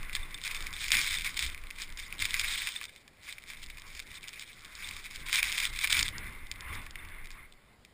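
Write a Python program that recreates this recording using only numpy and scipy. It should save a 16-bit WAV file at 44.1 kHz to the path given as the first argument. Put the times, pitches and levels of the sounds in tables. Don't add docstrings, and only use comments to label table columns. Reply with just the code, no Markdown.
import sys
import numpy as np
from scipy import signal
from scipy.fft import rfft, irfft, next_fast_len
from scipy.io import wavfile
from scipy.ndimage import uniform_filter1d, map_coordinates

SR = 44100
rng = np.random.default_rng(int(sys.argv[2]) if len(sys.argv) > 2 else 0)


def undo_db(level):
    steps = np.asarray(level, float) / 20
    return 10 ** steps


def wrap_up_sound(samples):
    columns = np.atleast_2d(samples).T
    tamed = np.clip(columns, -1, 1)
    steps = np.round(tamed * 32767).astype(np.int16)
    wavfile.write(sys.argv[1], SR, steps)


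N = 349713
CLOCK = np.arange(0, N + 32, 32) / SR


def unit(x):
    return x / np.sqrt(np.mean(x ** 2) + 1e-20)


def steady(x, seconds):
    power = np.abs(uniform_filter1d(x ** 2, size=round(seconds * SR)))
    return x / np.sqrt(power + 1e-9)


def wobble(rate):
    return map_coordinates(rng.standard_normal(N // 100), [np.arange(N) * rate / SR])


def filtered(x, response):
    m = next_fast_len(N + 8192)
    return irfft(rfft(x, m) * response(np.fft.rfftfreq(m, 1 / SR)), m)[..., :N]


def coloured(spectrum, patchy_db):
    z = signal.stft(rng.standard_normal(N), nperseg=512)[2]
    field = uniform_filter1d(rng.standard_normal(z.shape), size=5, axis=0)
    field = uniform_filter1d(field, size=10, axis=1)
    x = signal.istft(z * undo_db(patchy_db * unit(field)), nperseg=512)[1][:N]
    hz, db = np.transpose(spectrum)
    return unit(filtered(x, lambda f: undo_db(np.interp(np.log(f + 1), np.log(hz), db, right=-120))))


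def swell(middle_s, peak_db, reach_s):
    return peak_db - 15 * np.abs(CLOCK - middle_s) / reach_s


def summed(rows, swells):
    power = undo_db(np.interp(CLOCK, *rows)) ** 2
    power = power + sum(undo_db(np.maximum(db, -120)) ** 2 for db in swells)
    return np.interp(np.arange(N) / SR, CLOCK, 10 * np.log10(power))


# centre_hz, half_width_hz, lift_db
HOLLOW = [(1090, 126, 4.5), (1510, 120, 1), (2055, 127, 5.5), (2280, 110, 3.5), (2740, 67, 1),
          (3560, 120, 8), (4180, 90, 7), (4980, 110, -4)]


def hollow(hz):
    return undo_db(sum(db * np.exp(-((hz - c) / w) ** 2) for c, w, db in HOLLOW))


# time_s, rush_db
WIND = [(0.1, -56.5), (0.57, -56.5), (1.1, -63), (1.34, -55), (1.94, -64.5), (2.52, -54), (2.69, -59),
        (2.95, -74), (3.24, -72), (3.69, -64.5), (4.55, -69), (5.5, -54), (5.67, -59.5), (6.29, -54.5),
        (6.58, -63.5), (6.78, -55), (7.36, -60.5), (7.93, -83.5)]
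# middle_s, slow_pressure_db, flutter_db, reach_s
EDDIES = [(0.0, -37.5, -48, 0.59), (0.2, -29.5, -53, 0.031), (0.62, -36, -55, 0.14),
          (0.748, -66, -50.5, .1), (0.97, -40, -46.5, 0.27), (1.19, -40, -46, 0.19),
          (1.48, -36, -46.5, 0.083), (1.64, -41.5, -74.5, 0.15), (1.92, -42, -56, 0.244),
          (2.22, -47.5, -49, 0.34), (2.31, -40.5, -72, 0.13), (2.45, -40, -64, 0.17),
          (3.66, -44, -59, 0.17), (3.87, -48, -76, 0.23), (4.1, -54.5, -59, 0.32),
          (4.92, -50.5, -54.5, 0.49), (5.23, -44, -53, 0.19), (5.72, -39.5, -51, 0.14),
          (6.01, -37.5, -41.5, 0.11), (6.15, -44.5, -47.5, .15), (6.281, -42, -45, 0.082),
          (6.45, -41, -54, 0.12), (6.63, -63, -52, 0.095), (6.74, -45.5, -43, 0.28), (7.0, -47, -56, 0.23),
          (7.24, -42, -62, 0.25)]
# freq_hz, level_db (per Hz)
SWAY = [(9, -19.5), (20, 1), (29, -11), (40, -20.5), (60, -25), (90, -29)]
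# freq_hz, level_db (per Hz)
FLUTTER = [(35, 1.5), (60, 7.5), (110, -2), (210, -12), (360, -13), (700, -53)]
# freq_hz, level_db (per Hz)
RUSH = [(150, -3), (300, -11.5), (700, -15), (1050, -6.5), (1600, -3.5), (2130, -0.5), (2700, -10),
        (3550, -15.5), (5000, -33), (6000, -44)]


def wind():
    s, strength_db = np.transpose(WIND)
    calm_sway_db = strength_db + 1
    calm_flutter_db = -68 + 0.74 * (strength_db - strength_db.mean())
    pressures = [swell(s_mid, db, reach_s) for s_mid, db, _, reach_s in EDDIES]
    flutters = [swell(s_mid, db, 0.14) for s_mid, _, db, _ in EDDIES]
    hisses = [db - 8 for db in flutters]

    sway_db = summed((s, calm_sway_db), pressures)
    flutter_db = summed((s, calm_flutter_db), flutters)
    rush_db = summed((s, strength_db), hisses) + 5.5 + 2.7 * wobble(10)

    sway = steady(coloured(SWAY, patchy_db=4.0), 0.11)
    flutter = steady(undo_db(0.84 * wobble(6.2)) * coloured(FLUTTER, patchy_db=1.7), 0.11)
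    rush = steady(filtered(coloured(RUSH, patchy_db=1.73), hollow), 0.2)
    return undo_db(sway_db) * sway + undo_db(flutter_db) * flutter + undo_db(rush_db) * rush


# centre_hz, width_hz, level_db
MAIN_WALL = [(2120, 84, -3.5), (2290, 102, -7), (2354, 234, 1.5)]
LOW_WALLS = [(1130, 116, -21), (1740, 60, -15.5)]
LENS_COVER = [(2920, 330, -15), (3220, 195, -5.5), (3410, 180, -15.5), (3556, 142, -1.5), (3796, 345, -6)]
THIN_RIBS = [(4580, 195, -11), (5065, 136, -8), (4885, 320, -12.5), (5230, 250, -21.5), (4460, 300, -18)]


def ringing(modes, stretch):
    def response(f):
        total = 0
        for centre, width, db in modes:
            damping = 1j * f * width
            total = total + undo_db(db) * damping / ((centre * stretch) ** 2 - f * f + damping)
        return total
    return response


def case(blows, stretch=1):
    stiff_hz = 1190
    top_hz = 6590
    parts = [(MAIN_WALL, stretch), (LOW_WALLS, stretch), (LENS_COVER, 1), (THIN_RIBS, stretch)]
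    sound = sum(filtered(b, ringing(*part)) for b, part in zip(blows, parts))

    def body(f):
        stiff = -f * f / (stiff_hz ** 2 - f * f + 0.9j * f * stiff_hz)
        return stiff / (1 + 1j * f / top_hz)
    return filtered(sound, body)


# pitch_hz, t60_s, rise_s
GLASS = (3575, 0.029, 0.0016)


def glass(strikes):
    hz, t60, rise = GLASS
    t = np.arange(SR // 10) / SR
    note = undo_db(-60 * t / t60) * (1 - np.exp(-t / rise)) * np.sin(2 * np.pi * hz * t)
    return signal.fftconvolve(strikes, note)[:N]


def sheet(start_s, length_s, arriving_db, leaving_db):
    front_db_per_s, tail_db_per_s = 704, 402
    t = CLOCK - start_s
    top_db = np.interp(t, [0, length_s], [arriving_db, leaving_db])
    return top_db + front_db_per_s * np.minimum(t, 0) - tail_db_per_s * np.maximum(t - length_s, 0)


# time_s, level_db
DRIFT = [(0.0, -54.5), (0.4, -56), (0.518, -48), (0.72, -52.5), (0.9, -39), (1.6, -58.5), (2.17, -61.5),
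         (2.3, -41.5), (2.75, -48), (3.05, -74), (3.5, -59.5), (4.6, -57.5), (5.25, -62), (5.5, -44.5),
         (6.07, -43.5), (6.12, -60.5), (7.33, -67.5), (7.7, -91)]
# middle_s, peak_db, reach_s
PUFFS = [(0.169, -45, 0.11), (0.466, -37, 0.036), (0.564, -46, 0.094), (0.672, -44, 0.027),
         (1.275, -30, 0.052), (1.431, -32, 0.07), (1.819, -37.5, 0.041), (1.37, -28, 0.0076),
         (3.7, -52.5, 0.039), (2.139, -48.5, 0.03), (2.245, -36, 0.011), (2.518, -34, 0.22),
         (2.754, -43.5, 0.059), (2.837, -46, 0.03), (3.295, -40.5, 0.059), (3.629, -46.5, 0.057),
         (3.878, -50, 0.021), (3.962, -46, 0.064), (4.172, -45.5, 0.11), (4.244, -46.5, 0.07),
         (4.414, -45, 0.13), (4.495, -51, 0.04), (4.845, -42.5, 0.14), (5.058, -40, 0.028),
         (5.153, -44.5, 0.11), (5.287, -37, 0.058), (5.464, -32.5, 0.11), (6.07, -41, 0.037),
         (6.747, -49.5, 0.055), (6.84, -56, 0.054), (7.33, -57.5, .05)]
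# start_s, length_s, arriving_db, leaving_db
SHEETS = [(0.46, 0.042, -37.5, -41.5), (0.76, 0.088, -45, -35), (0.937, 0.12, -26, -33),
          (1.074, 0.086, -34, -33.5), (1.992, 0.079, -42, -52), (2.211, 0.066, -36, -42.5),
          (2.335, 0.36, -38.5, -40), (3.479, 0.067, -48, -48.5), (2.942, 0.055, -63.5, -57.5),
          (4.913, 0.092, -49.5, -46), (5.331, 0.065, -29, -27.5), (5.531, 0.12, -39.5, -31),
          (5.764, 0.065, -37, -54), (5.836, 0.012, -26.5, -29), (5.906, 0.13, -29, -31.5)]
# middle_s, depth_db, reach_s
LULLS = [(0.7, 3, 0.0223), (1.33, 6, 0.042), (2.268, 11, 0.0094), (3.668, 12, 0.0147), (4.047, 5, 0.008),
         (4.203, 19, 0.019), (4.455, 6, 0.019), (5.02, 2, 0.04), (5.247, 15, 0.013), (5.57, 4, .006),
         (5.715, 14, 0.008), (5.888, 11, 0.01), (5.863, 10, 0.0054), (6.026, 12, 0.015)]


def snow_level():
    flying = [swell(*puff) for puff in PUFFS] + [sheet(*row) for row in SHEETS]
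    flying_db = summed(np.transpose(DRIFT), flying)
    shelter_db = sum(db * np.exp(-((CLOCK - s) / reach_s) ** 2) for s, db, reach_s in LULLS)
    return flying_db - np.interp(np.arange(N) / SR, CLOCK, shelter_db)


def snow_stream():
    level_db = snow_level()
    flurry = wobble(60)
    per_second = 2600 * undo_db(0.25 * (level_db + 44.5) + 2.2 * flurry)
    lands = rng.random(N) < per_second / SR
    size_db = 1.9 * np.minimum(rng.exponential(size=N), 1.9) + 0.18 * flurry
    grains = lands * undo_db(size_db) * np.sign(rng.standard_normal(N))

    chance = rng.standard_normal((4, N))
    wander = unit(uniform_filter1d(chance, size=round(0.03 * SR), axis=1))
    blows = grains * undo_db(3.2 * chance + 3 * wander)

    spot = rng.random(N)
    on_window, on_rim = spot < 0.015, spot > 0.5
    stretch = 0.035
    plastic = unit(case(blows * on_rim, 1 + stretch) + case(blows * ~on_rim, 1 - stretch))
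    patter = plastic + undo_db(-24) * unit(glass(grains * on_window))
    return undo_db(level_db - 0.5) * steady(patter, 0.049)


# time_s, peak_db, bright_parts_over_main_wall_db
PLACED = [(0.0207, -41, -15), (0.89, -25, 10), (0.992, -23, 0), (1.0146, -21, 4), (1.1086, -22, 1),
          (1.1297, -22.5, 6), (1.2507, -22, -6), (1.4085, -27, 4), (1.5777, -34, -13), (1.9992, -27, 14),
          (2.3195, -32, -10), (2.6897, -25, 6), (3.7475, -47, -4), (3.9023, -39, -3), (4.6078, -40, 7),
          (4.6207, -43, 0), (4.6476, -34, 12), (4.7787, -38, -6), (4.8738, -31, -1), (5.048, -37, 3),
          (5.1106, -33, 0), (5.5075, -31, 0), (5.736, -29.5, -7), (5.819, -28, -3), (5.9143, -26, 0),
          (6.3087, -40, -15), (6.7285, -32, -18), (7.2574, -36, -2), (1.0648, -23, -2), (3.2396, -43, 0),
          (4.069, -42, 0)]


def placed():
    blows = np.zeros((4, N))
    for s, db, bright_db in PLACED:
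        share_db = np.minimum(0, bright_db * np.array([-1, -1, 1, 1]))
        blows[:, round(s * SR)] = undo_db(db + np.array([23.7, 10, 23.5, 27]) + share_db)
    return blows


# time_s, peak_db, lens_cover_db (higher when they land near it)
HEAVY = [(0.5135, -21.5, -20.5), (0.5476, -23.5, -14), (0.9188, -9, -10.5), (0.9694, -16, -11.5),
         (1.1416, -25.5, -8), (1.186, -24, -12), (1.246, -19.5, -22), (1.372, -24, -14),
         (1.3924, -18.5, -9.5), (1.4257, -21, -10), (2.2246, -18.5, -18), (2.2541, -16, -13),
         (2.3422, -13.5, -16.5), (2.3967, -18, -31), (2.5568, -20, -37.5), (2.6197, -21.5, -38),
         (2.6724, -14.5, -21), (3.994, -27.5, -13.5), (5.3288, -15.5, -12.5), (5.3577, -24, -0.5),
         (5.3767, -32, -19), (5.5767, -25, -16), (5.602, -23.5, -6), (5.789, -23, -18),
         (5.874, -17.5, -15.5), (5.9045, -18.5, -11), (5.9245, -21.5, -8), (5.9512, -18, -27),
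         (5.992, -22.5, -1.5), (5.9443, -21, -17)]
# time_s, peak_db, lens_cover_db
LIGHT = [(0.13, -27.5, -19), (0.4373, -35, -9), (0.4499, -33, -4), (0.625, -32.5, -7), (0.6682, -35, -4),
         (0.7368, -37, -6), (0.84, -32, -11), (0.8827, -23, -14), (1.065, -36, -11), (1.2203, -28.5, -14),
         (1.4641, -30, -7), (1.5467, -30.5, -20.5), (1.709, -24.5, -24), (1.9733, -35, -9),
         (2.1258, -23.5, -28.5), (2.205, -28.5, -7.5), (2.445, -20, -37), (2.761, -24.5, -38),
         (2.8537, -32, -11), (4.116, -34, -20.5), (4.283, -43.5, 4), (4.396, -41.5, 2.5), (4.824, -28, -36),
         (4.9106, -29, -23), (5.16, -37.5, -0.5), (5.4298, -26, -5), (5.5194, -35.5, 2),
         (6.6079, -38, -2.5), (6.9567, -24, -33), (7.85, -40, -13), (6.515, -24.5, -10)]
# time_s, peak_db, lens_cover_db
LOW = [(0.0307, -28.5, -24), (0.165, -24, -24.5), (0.344, -32, -7), (1.638, -32, -37.5), (1.8, -29, -20),
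       (2.8132, -24, -39), (3.079, -40, -12.5), (3.2808, -32, -33), (3.5012, -32, -15), (3.782, -33, -20),
       (4.9662, -30, -16), (5.2637, -30.5, -18), (5.843, -14.5, -25), (6.8653, -30, -24),
       (7.3054, -35, -13)]
# low_walls_db, crumbling_db, crumbling_t60_s
LANDING = [
    (-26, -7, 0.078),
    (-35, -1, 0.012),
    (-12.5, -9, 0.05),
]


def clumps():
    brittle_hz = 1410
    ribs_db = -4
    lead_s, lead_db = 0.00179, -19.5
    crumbs_per_s = 900
    blows = np.zeros((4, N + SR))
    t = np.arange(SR // 16) / SR
    for hits, (low_db, crumbling_db, t60) in zip((HEAVY, LIGHT, LOW), LANDING):
        for s, db, cover_db in hits:
            pieces = np.tanh(rng.standard_normal((4, len(t)))) * (rng.random(len(t)) < crumbs_per_s / SR)
            crumbs = undo_db(crumbling_db - 60 * t / t60) * pieces
            crumbs[:, 0] = 1
            parts_db = np.array([0, low_db, cover_db, cover_db + ribs_db])
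            strength = undo_db(db + 22.0 + parts_db + np.array([0.85, 33.5, 13.5, 21.44]))
            start = round(s * SR)
            blows[:, start:start + len(t)] += strength[:, None] * crumbs
            blows[:, round((s - lead_s) * SR)] -= undo_db(lead_db) * strength

    def brittle(f):
        return -f * f / (brittle_hz ** 2 - f * f + 1.2j * f * brittle_hz)
    blows[0, :N] = filtered(blows[0, :N], brittle)
    return case(blows[:, :N])


# time_s,
# peak_db
SINGLE_GRAINS = [(0.0494, -45), (0.0866, -51), (0.1344, -35), (0.1484, -40), (0.1529, -27), (0.1591, -29),
                 (0.3085, -43), (0.3773, -38), (0.3832, -42), (0.5555, -36), (0.5665, -30), (0.6193, -38),
                 (0.6642, -33), (0.766, -40), (1.0326, -24.5), (1.0449, -27), (1.0693, -37), (1.2115, -32),
                 (1.3322, -48), (1.3434, -33), (1.3751, -24), (1.4756, -29.0), (1.523, -43), (1.67, -44),
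                 (1.7046, -37), (1.7612, -42), (1.7872, -32), (1.893, -40), (1.9017, -45), (1.9246, -41),
                 (1.977, -35), (2.06, -43), (2.0653, -42.5), (2.1065, -44), (2.1419, -42), (2.159, -41),
                 (2.1925, -32), (2.3973, -24), (2.413, -31), (2.4707, -30), (2.679, -31), (2.741, -37),
                 (2.7819, -43), (2.827, -43), (2.8321, -35), (2.8413, -31), (2.8907, -52), (2.8954, -41),
                 (2.936, -55), (2.9523, -50), (2.962, -41.5), (3.1713, -55.6), (3.2264, -46.7),
                (3.2317, -44), (3.3261, -38.5), (3.3736, -52), (3.3865, -41.5), (3.431, -45), (3.4385, -43),
                (3.4846, -46), (3.5068, -34), (3.5347, -40), (3.5724, -41), (3.6187, -42), (3.631, -41),
                (3.6412, -38), (3.6627, -44), (3.6699, -44), (3.7001, -37.5), (3.7974, -41), (3.772, -41),
                (3.7852, -42), (4.277, -41), (3.868, -40), (3.9049, -43), (3.931, -41), (3.9513, -34),
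                (3.9754, -40), (4.0246, -40), (4.1087, -49), (4.1448, -42.8), (4.2097, -47),
                (4.2914, -37.5), (4.3307, -43), (4.3368, -39), (4.3423, -42), (4.4352, -45), (4.5187, -47),
                (4.5312, -52), (4.4262, -42), (4.593, -44.6),
                 (4.3588, -42), (4.6592, -43), (4.6811, -53), (4.8866, -38), (5.0423, -42), (5.2161, -44),
               (5.2658, -35), (5.3049, -34), (5.4551, -25.5), (5.491, -29.2), (5.5002, -30),
               (5.5868, -20.5), (5.6536, -24), (5.7913, -28), (5.8123, -27), (5.9285, -16.5), (5.9976, -17),
               (6.0086, -23), (6.0822, -28), (6.1258, -43), (6.163, -44), (6.2678, -40), (6.3339, -48),
               (6.36, -53), (6.3917, -55), (6.5616, -45), (6.6848, -44), (6.7534, -40.1), (6.8452, -55),
               (6.8564, -45), (6.9679, -46), (6.9884, -51.6), (7.023, -54), (7.0497, -45), (7.0876, -44.5),
               (7.1488, -55), (7.248, -47), (7.271, -44), (7.5229, -54), (7.5374, -53),
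                 (0.139, -41), (0.4381, -34), (0.5099, -30), (0.5976, -49), (0.6075, -36), (0.6416, -36.8),
               (0.6686, -26.5), (0.8365, -37), (0.8432, -27.5), (0.8609, -31.5), (0.9467, -21.6),
               (0.9539, -21), (1.1969, -29), (1.2909, -38), (1.4683, -37), (1.4997, -34), (1.7566, -48),
               (1.8748, -46), (1.8796, -44), (1.9878, -39), (2.2003, -34), (2.2198, -24), (2.2505, -30),
               (2.3664, -28), (2.4167, -34), (2.628, -39), (2.632, -31), (3.2714, -51), (3.4006, -50),
               (3.8952, -46.9), (3.9998, -32), (4.3829, -50), (4.6386, -48.5), (4.7256, -44.5),
               (4.7518, -41), (4.772, -44.3), (4.8335, -37.8), (4.879, -43), (4.8887, -32), (5.1687, -38),
               (5.3445, -34), (5.4031, -27), (5.4285, -26), (5.446, -29), (5.5258, -28), (5.5562, -29),
               (5.58, -23), (5.5837, -29), (5.863, -32), (5.9013, -23), (5.9683, -23), (6.0267, -24),
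               (6.0648, -28), (6.3259, -48), (6.2791, -44), (6.2943, -48), (6.5213, -41), (7.2444, -44),
               (7.3603, -56), (7.8585, -54)]


def sleet():
    blows = np.zeros((4, N))
    for s, db in SINGLE_GRAINS:
        place, chip = rng.standard_normal((2, 4))
        at = round(s * SR)
        chip_at = round((s + 0.0012 * chip[0]) * SR) + 1
        blows[:, at] = undo_db(db + np.array([23, 10, 24.6, 25.2]) + 3.6 * place)
        blows[:, chip_at] += blows[:, at] * 0.98 * chip
    return blows


# time_s, peak_db
TICKS = [(0.096, -29.5), (0.3152, -38.5), (0.408, -36), (0.4155, -37), (0.467, -28.5), (0.4771, -22.5),
         (0.5546, -39), (0.643, -40.5), (0.707, -39), (0.729, -34), (0.7558, -48), (0.9054, -26),
         (1.8197, -28), (1.884, -43), (2.081, -39), (2.1046, -49), (2.183, -35), (2.308, -34),
         (3.423, -47.5), (3.6865, -40), (3.82, -40), (4.231, -48), (4.6515, -40), (5.138, -53),
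         (5.314, -27), (5.5534, -31), (5.7214, -43), (6.029, -22), (6.0878, -26), (6.2437, -43)]
# time_s, peak_db
STRAGGLERS = [
    (6.1822, -33.5),
    (6.4692, -52),
    (6.5392, -39),
    (6.7526, -53),
    (6.8177, -46),
    (6.909, -46),
    (7.1006, -44),
    (7.3156, -42),
    (7.7318, -54.5),
    (7.812, -48),
]


def stragglers():
    blows = np.zeros((4, N))
    for s, db in STRAGGLERS + TICKS:
        place_db = 9 * rng.standard_normal(4)
        blows[:, round(s * SR)] = undo_db(db + np.array([18.0, 8, 20.8, 23.2]) + place_db)
    return blows


# time_s, peak_db
PINGS = [(0.163, -40), (0.2299, -40.5), (0.3456, -37.5), (0.45, -40), (2.47, -40), (0.52, -46),
         (0.556, -40), (0.5744, -42), (0.61, -45), (0.7377, -37), (1.07, -43), (1.1702, -31.5),
         (2.0324, -43.5), (2.2364, -43), (2.576, -45), (2.7616, -31.5), (2.8809, -51), (4.1044, -58.5),
         (4.1719, -43.5), (4.965, -45), (4.8419, -37.5), (5.5473, -37), (6.27, -57), (6.85, -60),
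         (6.9905, -51), (1.575, -53), (3.57, -50)]


def pings():
    strikes = np.zeros(N)
    for s, db in PINGS:
        strikes[round(s * SR)] = undo_db(db + 10.5)
    return glass(strikes)


# middle_s, pitch_hz, peak_db, reach_s
KNOCKS = [
    (0.97, 75, -47.5, .04),
    (1.47, 62, -40.5, 0.048),
    (2.225, 82, -45, 0.041),
    (3.97, 59.4, -53.5, .05),
    (5.45, 47, -47, .07),
    (5.72, 55, -43.5, 0.044),
    (6.02, 62, -43.5, 0.061),
    (6.72, 85, -43.5, 0.036),
    (7.08, 85.1, -49.5, 0.04),
]


def knocks():
    t = np.arange(N) / SR
    sound = np.zeros(N)
    for s, hz, db, reach_s in KNOCKS:
        sound += undo_db(db) * np.exp(-((t - s) / reach_s) ** 2) * np.sin(2 * np.pi * hz * t)
    return sound


def scene():
    air = wind() + knocks()
    snow = snow_stream() + clumps() + pings()
    lone_grains = case(placed() + sleet() + stragglers())
    return (air + snow + lone_grains)[None]


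def masked(x):
    hz, _, z = signal.stft(x[0], SR, nperseg=2048)

    def power(lo, hi):
        return np.mean(np.abs(z[(hz >= lo) & (hz < hi)]) ** 2, axis=0)

    def drifting(size):
        return unit(uniform_filter1d(rng.standard_normal(z.shape[1]), size=size))

    loud = power(7000, 10500)
    mood = drifting(4)
    for lo in range(11050, 13400, 170):
        threshold_db = -25 + 3.5 * (mood + drifting(3))
        z[(hz >= lo) & (hz < lo + 170)] *= power(lo, lo + 170) > undo_db(threshold_db) ** 2 * loud
    top = power(15350, 15900)
    usual = np.exp(uniform_filter1d(np.log(top + 1e-20), size=9))
    z[hz > 15350] *= top > undo_db(1.5) ** 2 * usual
    return signal.istft(z, SR, nperseg=2048)[1][None, :N]


def roll_off(x):
    return signal.sosfilt(signal.butter(12, 15830, fs=SR, output="sos"), x)


# freq_hz, level_db (per Hz)
HISS = [(100, -1), (500, -10), (2000, -18.5), (5000, -20), (6000, -30)]


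def record(dry):
    noisy = dry + undo_db(-63) * coloured(HISS, patchy_db=1.1)
    edged = filtered(noisy, lambda hz: undo_db(-3 * np.exp(-((hz - 6000) / 110) ** 2)))
    slow = signal.resample_poly(edged, 40, 147, axis=1)
    held = np.repeat(slow, 4, axis=1)
    mirrored = signal.resample_poly(held, 147, 160, axis=1)[:, :N]

    def band_limit(hz):
        return undo_db(-20 * np.clip((hz - 15250) / 100, 0, 1) - 0.025 * np.clip(hz - 15300, 0, 4000))
    finished = masked(filtered(mirrored, band_limit))
    return roll_off(finished)


dry = scene()
out = record(dry)
wrap_up_sound(out)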